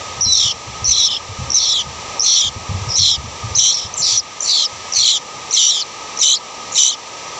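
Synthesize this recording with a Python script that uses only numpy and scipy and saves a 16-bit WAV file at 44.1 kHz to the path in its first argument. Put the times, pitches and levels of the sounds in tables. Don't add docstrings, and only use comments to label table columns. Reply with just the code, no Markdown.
import sys
import numpy as np
from scipy import signal
from scipy.fft import rfft, irfft, next_fast_len
from scipy.io import wavfile
from scipy.ndimage import uniform_filter1d, minimum_filter1d

SR = 44100
rng = np.random.default_rng(int(sys.argv[2]) if len(sys.argv) > 2 else 0)


def wrap_up_sound(samples):
    columns = np.atleast_2d(samples).T
    tamed = np.clip(columns, -1, 1)
    steps = np.round(tamed * 32767).astype(np.int16)
    wavfile.write(sys.argv[1], SR, steps)


N = 325899
TIME = np.arange(N) / SR

# (time [s], relative level [dB])
NEST_BUMPS = [(0.177, -29), (0.261, -19.5), (0.449, -23.5), (.679, -25), (.818, -23.5), (.88, -21.5),
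              (1.288, -29.5), (1.388, -17.5), (1.856, -24), (2.443, -24), (2.559, -24), (2.692, -16),
              (2.743, -21), (2.792, -22.5), (2.87, -25), (2.984, -14.5), (3.172, -22), (3.236, -21.5),
              (3.432, -22), (3.51, -28), (3.567, -24), (3.844, -26), (3.996, -30), (4.122, -31),
              (4.723, -35), (4.975, -32), (5.344, -37)]
# (frequency [Hz], gain [dB])
VOICE_COLOUR = [(1500, -28), (2650, -14), (3050, 2.5), (3700, 3), (4350, 10), (4750, 7.5), (5400, 10.5),
                (5900, 10.5), (6600, -2.5), (7200, 6), (7900, -13.5), (8600, -28), (9350, -16),
                (10300, -33), (16000, -34)]


def from_db(db):
    return 10 ** (np.asarray(db) / 20)


def add(track, start_s, sound):
    at = int(start_s * SR)
    track[at:at + len(sound)] += sound[:N - at]


def coloured(x, spectrum):
    hz, db = np.transpose(spectrum)
    size = next_fast_len(len(x) + 256, True)
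    bin_hz = np.maximum(np.fft.rfftfreq(size, 1 / SR), 1)
    gain = from_db(np.interp(np.log(bin_hz), np.log(hz), db))
    return irfft(rfft(x, size) * gain, size)[:len(x)]


def noise(spectrum):
    x = coloured(rng.standard_normal(N), spectrum)
    return x / x.std()


def wander(size, hz):
    knots = rng.standard_normal(1024)
    return np.interp(2 * hz * TIME[:size], np.arange(len(knots)), knots)


def background(wash_db=-31.5, waver_db=0.56, hiss_db=-31.5):
    # (frequency [Hz], relative density [dB])
    wash_spectrum = [(20, -41.5), (50, -21), (120, -14.5), (300, -15), (520, -8), (680, -11), (920, -5),
                     (1080, -11.5), (1260, 0.5), (1350, -15.5), (1440, -57), (1700, -55)]
    # (frequency [Hz], relative density [dB])
    hiss_colour = [(1200, -59), (1450, -10), (1600, -3), (2300, 1.5), (3000, -1), (4300, -1), (4900, -3.5),
                   (5900, 4), (6600, -6), (7200, -1), (7950, -13), (8500, -27), (9500, -45), (14000, -44),
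                   (15000, -69)]
    wash = from_db(wash_db + waver_db * wander(N, hz=2.3)) * noise(wash_spectrum)
    return wash + from_db(hiss_db) * noise(hiss_colour)


def branch_sway(jostle_db=-43, settle_from_s=2.1, settle_db_per_s=7.5, stir_db=-13, stir_db_per_s=55):
    # (frequency [Hz], relative density [dB])
    rumble_spectrum = [(20, -34.5), (50, -15.5), (90, -2), (140, -12), (200, -14.5), (270, -24), (600, -84)]
    jostle = from_db(jostle_db - settle_db_per_s * np.maximum(TIME - settle_from_s, 0))
    stirred_power = np.zeros(N)
    for start, db in NEST_BUMPS:
        add(stirred_power, start, from_db(db + stir_db - stir_db_per_s * TIME[:SR]) ** 2)
    sway = uniform_filter1d(np.sqrt(jostle ** 2 + stirred_power), size=900)
    return sway * noise(rumble_spectrum)


def branch_thuds(gain_db=-3, push_s=0.0084):
    # (frequency [Hz], relative level [dB], time to fall 60 dB [s])
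    modes = [(76.2, -4.5, 0.52), (95.7, 9, 0.14), (121.4, 3.5, 0.24), (192, 4, 0.084)]
    thuds, t = np.zeros(N), TIME[:SR // 4]
    onset = 1 - np.exp(-t / push_s)
    for start, db in NEST_BUMPS:
        ring = np.zeros(len(t))
        for (hz, mode_db, t60), uneven, detune in zip(modes, *rng.standard_normal((2, len(modes)))):
            decay = from_db(mode_db + 2 * uneven - 60 * t / t60)
            ring += decay * np.sin(2 * np.pi * hz * (1 + 0.11 * detune) * t)
        add(thuds, start, from_db(db + gain_db) * onset * ring)
    return thuds


def foliage(calls, tail_db=-27, t60=0.16):
    # (delay [s], level [dB])
    leaf_echoes = [(.0017, -38.5), (.0043, -12.5), (.0079, -12.5)]
    near = sum(from_db(db) * np.interp(TIME - delay, TIME, calls) for delay, db in leaf_echoes)
    t = TIME[:SR // 4]
    scatter = rng.standard_normal(len(t)) * from_db(-60 * t / t60)
    tail = signal.fftconvolve(calls, scatter / np.linalg.norm(scatter))[:N]
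    return calls + near + from_db(tail_db) * tail


def envelope(size, db, swell_db, attack_s, release_s, arch_db):
    since, along = TIME[:size], np.linspace(-.5, .5, size)
    ramps = np.minimum(since / attack_s, 1) * np.minimum(since[::-1] / release_s, 1)
    hold_db = db + swell_db * along + arch_db * np.cos(2 * np.pi * along)
    return np.sin(np.pi / 2 * ramps) * from_db(hold_db)


def voiced(source):
    note = coloured(source, VOICE_COLOUR)
    return note / np.sqrt(uniform_filter1d(note * note, size=1100) + 0.054)


def syrinx(duration_s, pitches, trill_hz, swing_hz, rough, jitter_hz=290, flutter_db=8, flutter_hz=800,
           throb=1.5, rate_spread=0.12, swing_spread=0.506, slowing=0.13, droop_hz=450, droop_s=0.00674):
    size = int(max(duration_s, .01) * SR)
    along, left_s = np.linspace(0, 1, size), TIME[:size][::-1]
    arch = np.polyval(np.polyfit([0, .5, 1], pitches, 2), along)
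    glide = arch - droop_hz * np.exp(-left_s / droop_s)
    rate = trill_hz * (1 - slowing * (along - .5)) * (1 + rough * rate_spread * wander(size, hz=90))
    cycle = 2 * np.pi * np.cumsum(rate) / SR
    crest = (1 + np.cos(cycle)) * (1 + rough * swing_spread * wander(size, hz=80))
    lean = 0.06 * np.cos(2 * cycle) - 0.1 * np.sin(2 * cycle)
    hz = glide + swing_hz * (crest + lean - 1) + rough * jitter_hz * wander(size, hz=1000)
    throb_db = 10 * swing_hz / np.mean(pitches) * (throb * np.cos(2 * cycle) + 0.7 * np.sin(cycle))
    flutter = np.tanh(wander(size, flutter_hz) + wander(size, flutter_hz / 10))
    strength = from_db(throb_db + flutter_db * rough * flutter)
    return 2 * np.pi * np.cumsum(hz) / SR, strength, glide[0] - glide


def pips(length_s=0.0068, rise_hz=1000, gain_db=3):
    # (time [s], relative level [dB], centre pitch [Hz])
    flicks = [(0.208, -11, 5590), (0.842, -11, 5860), (1.501, -9.5, 5700), (1.5168, -8, 5680),
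              (2.194, -4.5, 5590), (2.2034, -3, 5460), (3.5492, -10, 5260), (3.938, -14.5, 6140),
              (3.9547, -24.5, 5960), (4.404, -9.5, 6120), (4.922, -14, 5860), (4.9316, -21, 6070),
              (5.508, -13.5, 5840), (6.172, -17.5, 5870), (6.187, -17, 5640)]
    voice, along = np.zeros(N), np.linspace(0, 1, int(length_s * SR))
    for start, db, hz in flicks:
        phase = 2 * np.pi * np.cumsum(hz + rise_hz * (along - .5)) / SR
        add(voice, start, from_db(db + gain_db) * np.sin(np.pi * along) ** 2 * np.sin(phase))
    return voice


def squeals(gain_db=2.0, trill_hz=100):
    # (start [s], end [s], first, middle and last glide pitch [Hz], swing [Hz],
    # roughness [factor], relative level [dB], swell over the note [dB])
    high_notes = [ (0.207, 0.261, 5650, 5860, 5310, 90, 0.46, -11, 4),
                  (.25, 0.338, 5380, 5740, 5790, 130, .4, -15.5, 2),
                  (0.321, 0.531, 5850, 5660, 5540, 334, 0.74, -13, -19.5),
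                  (.849, 0.933, 5360, 6160, 5640, 220, .5, -8, 13.5),
                  (0.924, 1.08, 5950, 5820, 5610, 326, 0.7, -11.5, 9.5),
                  (1.104, 1.18, 5250, 5170, 5500, 150, 0.2, -23, -4),
                  (1.53, 1.556, 5660, 5920, 6100, 200, 0.8, -15, 8),
                  (1.543, 1.592, 6340, 5900, 5540, 121, 0.54, -5.5, -3),
                  (1.578, 1.736, 5540, 5730, 5360, 322, 0.64, -14.5, 1.5),
                  (2.21, 2.271, 5650, 6290, 5840, 120, 0.75, -12.5, 6),
                  (2.258, 2.419, 5770, 5790, 5650, 320, 0.67, -9.5, -2),
                  (2.887, 2.963, 5580, 5280, 5600, 232, 0.63, -21.5, 7),
                  (2.953, 3.005, 5620, 6130, 5360, 217, 0.65, -9, 10),
                  (3.007, 3.127, 5950, 5540, 5740, 480, 0.6, -13.5, -7),
                  (3.111, 3.17, 5550, 5300, 5060, 200, .4, -18.5, -17),
                  (3.552, 3.601, 6020, 6360, 5700, 120, 0.5, -6, 15.5),
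                  (3.598, 3.712, 5980, 6070, 5910, 357, .3, -8.5, -1),
                  (3.723, 3.876, 5550, 5550, 5520, 227, 0.75, -21, -18.5),
                  (3.966, 4.026, 7400, 7470, 7100, 100, 0.65, -22.5, -1),
                  (3.978, 4.025, 6260, 6100, 5900, 200, 0.65, -21, 5),
                  (4.029, 4.075, 5700, 5640, 5480, 426, .45, -14, -3),
                  (4.067, 4.178, 5560, 5950, 5940, 400, 0.77, -15, -2),
                  (4.174, 4.205, 5790, 5860, 4900, 150, 0.54, -8.5, -12),
                  (4.417, 4.47, 7160, 7280, 7100, 100, 0.8, -23.5, -4),
                  (4.42, 4.526, 6040, 6100, 5870, 300, 0.94, -20.5, 8),
                  (4.637, 4.666, 5030, 5520, 5100, 100, 0.3, -16.5, 12),
                  (4.931, 4.97, 6200, 6680, 6800, 500, 1.2, -21.5, 0),
                  (4.956, 5.021, 6400, 5890, 5980, 60, 0.42, -11, -2),
                  (5.027, 5.114, 5850, 6000, 6020, 350, 0.76, -21, 6),
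                  (5.513, 5.543, 6170, 7050, 6900, 450, 0.9, -20.5, 7),
                  (5.535, 5.575, 6280, 5860, 5270, 89, 0.5, -9.5, -16),
                  (5.589, 5.71, 5860, 5900, 5720, 130, 0.43, -14, 16),
                  (5.802, 5.832, 6020, 5020, 4440, 300, 0.65, -19, 6),
                  (6.188, 6.213, 6740, 7060, 6840, 250, 1.1, -22, 7),
                  (6.211, 6.233, 6300, 5710, 5100, 30, 0.2, -7, -10),
                  (6.347, 6.379, 5460, 5070, 4570, 400, 0.54, -18, -3),
                  (6.715, 6.77, 6500, 6970, 6700, 200, 1.23, -24, 12),
                  (6.755, 6.79, 6400, 5410, 5570, 30, .13, -18, -13)]
    voice = np.zeros(N)
    for start, end, *pitches, swing_hz, rough, db, swell_db in high_notes:
        phase, strength, _ = syrinx(
            end - start, pitches, trill_hz, swing_hz, rough, jitter_hz=330,
            flutter_db=9.5, flutter_hz=455, throb=1.0, rate_spread=0.11, swing_spread=0.42)
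        note = voiced(strength * np.sin(phase))
        shape = envelope(len(note), db + gain_db, swell_db, attack_s=0.0035, release_s=0.0052,
                         arch_db=0.1)
        add(voice, start, note * shape)
    return voice


def trills(gain_db=0.5, doubling_db=-5, slack_hz=700, third_db=-9, fourth_db=-12, undertone_db=-4):
    # (start [s], end [s], first, middle and last glide pitch [Hz], trill rate [Hz],
    # swing [Hz], roughness [factor], relative level [dB], swell over the note [dB], overtone [dB])
    low_notes = [ (0.243, 0.352, 4170, 4030, 3890, 110, 14, 0.18, -11.5, 18, -10),
                 (0.338, 0.53, 4050, 3494, 3000, 63, 296, 0.48, -12, -6.5, -11),
                 (0.853, 0.945, 4450, 4120, 3850, 65, 86, 0.55, -17.5, 19, -18),
                 (0.906, 1.075, 3855, 3700, 3730, 63, 360, 0.48, -12, 7, -24),
                 (.93, 1.052, 4080, 3980, 3770, 96, 14, 0.18, -14, -1, -22),
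                 (1.034, 1.186, 3780, 3340, 3080, 59, 380, 0.48, -16, -4.5, -20),
                 (1.536, 1.608, 3950, 3910, 3840, 77, 120, 0.47, -18, 4, -17),
                 (1.586, 1.709, 3910, 3800, 3680, 112, 443, 0.48, -15, -7, -16),
                 (1.684, 1.828, 3640, 3543, 3030, 66, 280, 0.28, -13, -6, -10),
                 (2.222, 2.285, 4140, 4230, 4000, 87, 80, 0.54, -19, 16, -5),
                 (2.253, 2.397, 3954, 3756, 3550, 90, 495, 0.42, -10, -1, -15),
                 (2.354, 2.497, 3704, 3456, 3295, 62, 255, 0.34, -12, -4.5, -7.5),
                 (2.95, 3.006, 4000, 4000, 3900, 93, 90, 0.56, -18.5, 13, -14),
                 (2.983, 3.119, 3830, 3705, 3630, 71, 480, 0.32, -9, 0, -12),
                 (3.02, 3.167, 3950, 3660, 3385, 74, 290, 0.15, -10.5, -8, -9.5),
                 (3.545, 3.612, 4370, 3990, 3550, 86, 72, 0.37, -19, 21, -10),
                 (3.583, 3.739, 3670, 3506, 3966, 93, 485, 0.22, -9, -4.5, -2.5),
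                 (3.707, 3.875, 4380, 3610, 3490, 110, 400, 0.44, -25, -5, -5.5),
                 (4.018, 4.16, 4740, 4310, 4360, 85, 570, 0.33, -17, -12, 0),
                 (4.059, 4.203, 4160, 3970, 3920, 95, 650, 0.5, -16.5, -7, -3),
                 (4.443, 4.522, 4400, 4350, 4560, 100, 180, 0.62, -21.5, 6, 6),
                 (4.484, 4.66, 4420, 3856, 3420, 78, 495, 0.33, -9.5, -4.5, -5.5),
                 (4.945, 5.016, 4650, 4270, 4070, 97, 44, 0.65, -11.5, 7, 0),
                 (4.989, 5.124, 4027, 3680, 3430, 60, 520, 0.4, -7, 3, -4.5),
                 (5.054, 5.186, 3730, 3600, 3220, 80, 286, 0.24, -9.5, -4, -4),
                 (5.521, 5.59, 4250, 3790, 3310, 87, 120, 0.65, -16.5, 7, 1),
                 (5.563, 5.731, 3680, 3268, 3840, 79, 403, 0.26, -7, -10, -3),
                 (5.697, 5.826, 4030, 3410, 3380, 79, 240, 0.42, -14, -9, -6),
                 (6.197, 6.254, 4330, 3760, 3460, 80, 43, 0.55, -13, 23, -3),
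                 (6.224, 6.362, 3460, 3444, 3850, 68, 470, 0.26, -5, 0, 0.5),
                 (6.746, 6.8, 4320, 3670, 3460, 110, 27, 0.58, -13.5, 14, 1),
                 (6.773, 6.917, 3570, 3416, 3786, 69, 500, 0.25, -4.5, -10, 3.5),
                 (6.882, 6.953, 3850, 3420, 3110, 51, 370, 0.16, -19, 4, -7)]
    voice, hoarseness = np.zeros((2, N))
    for start, end, *pitches, trill_hz, swing_hz, rough, db, swell_db, overtone_db in low_notes:
        phase, strength, sag_hz = syrinx(end - start, pitches, trill_hz, swing_hz, rough)
        doubling = from_db(doubling_db) * np.clip(sag_hz / slack_hz, 0, 1)
        overtones = from_db(overtone_db) * (np.sin(2 * phase) + doubling * np.sin(3 / 2 * phase))
        push = from_db(overtone_db / 2) * 2 * np.hanning(len(phase))
        edge = from_db(third_db) * np.sin(3 * phase) + from_db(fourth_db) * np.sin(4 * phase)
        undertone = rough * from_db(undertone_db) * np.sin(phase / 2)
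        note = voiced(strength * (np.sin(phase) + overtones + push * edge + undertone))
        shape = envelope(len(note), db + gain_db, swell_db, attack_s=0.013, release_s=0.022,
                         arch_db=1.08)
        add(voice, start, note * shape)
        add(hoarseness, start, rough * np.sqrt(push) * strength)
    return voice, hoarseness


def nestlings(rasp_db=-10.5, sum_tone_db=-6):
    # (frequency [Hz], relative density [dB])
    rasp_spectrum = [(1500, -33), (2200, 1), (2900, -0.5), (4200, -16), (4900, 1.5), (5500, -10), (5900, 5),
                     (6500, 6.5), (7300, 4), (8000, -5.5), (8600, -25), (9400, -22.5), (11000, -31),
                     (15000, -29)]
    low, hoarseness = trills()
    high = squeals()
    voice = low + high + from_db(sum_tone_db) * coloured(low * high, VOICE_COLOUR)
    flow = np.sqrt(np.abs(uniform_filter1d(voice ** 2, size=200)))
    return voice + from_db(rasp_db) * hoarseness * flow * noise(rasp_spectrum)


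def scene():
    mono = foliage(nestlings() + pips()) + branch_thuds() + background() + branch_sway()
    return np.array([mono, mono])


def record(dry, threshold_db=-19, squeeze=0.49, quick_db_per_s=48, lingering=0.68, slow_db_per_s=12,
           ceiling=0.88, cutoff_hz=15700):
    level_db = 10 * np.log10(np.abs(uniform_filter1d(dry[0] ** 2, size=500)) + 1e-12)
    duck_db = squeeze * np.maximum(level_db - threshold_db, 0)
    quick = np.maximum.accumulate(duck_db + quick_db_per_s * TIME) - quick_db_per_s * TIME
    slow = np.maximum.accumulate(lingering * duck_db + slow_db_per_s * TIME) - slow_db_per_s * TIME
    ducked = dry * from_db(-uniform_filter1d(np.maximum(quick, slow), size=180))
    limiter_gain = ceiling / np.maximum(np.abs(ducked[0]), ceiling)
    limited = ducked * uniform_filter1d(minimum_filter1d(limiter_gain, size=129), size=129)
    return signal.sosfilt(signal.cheby2(12, 70, cutoff_hz, fs=SR, output="sos"), limited)


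dry = scene()
out = record(dry)
wrap_up_sound(out)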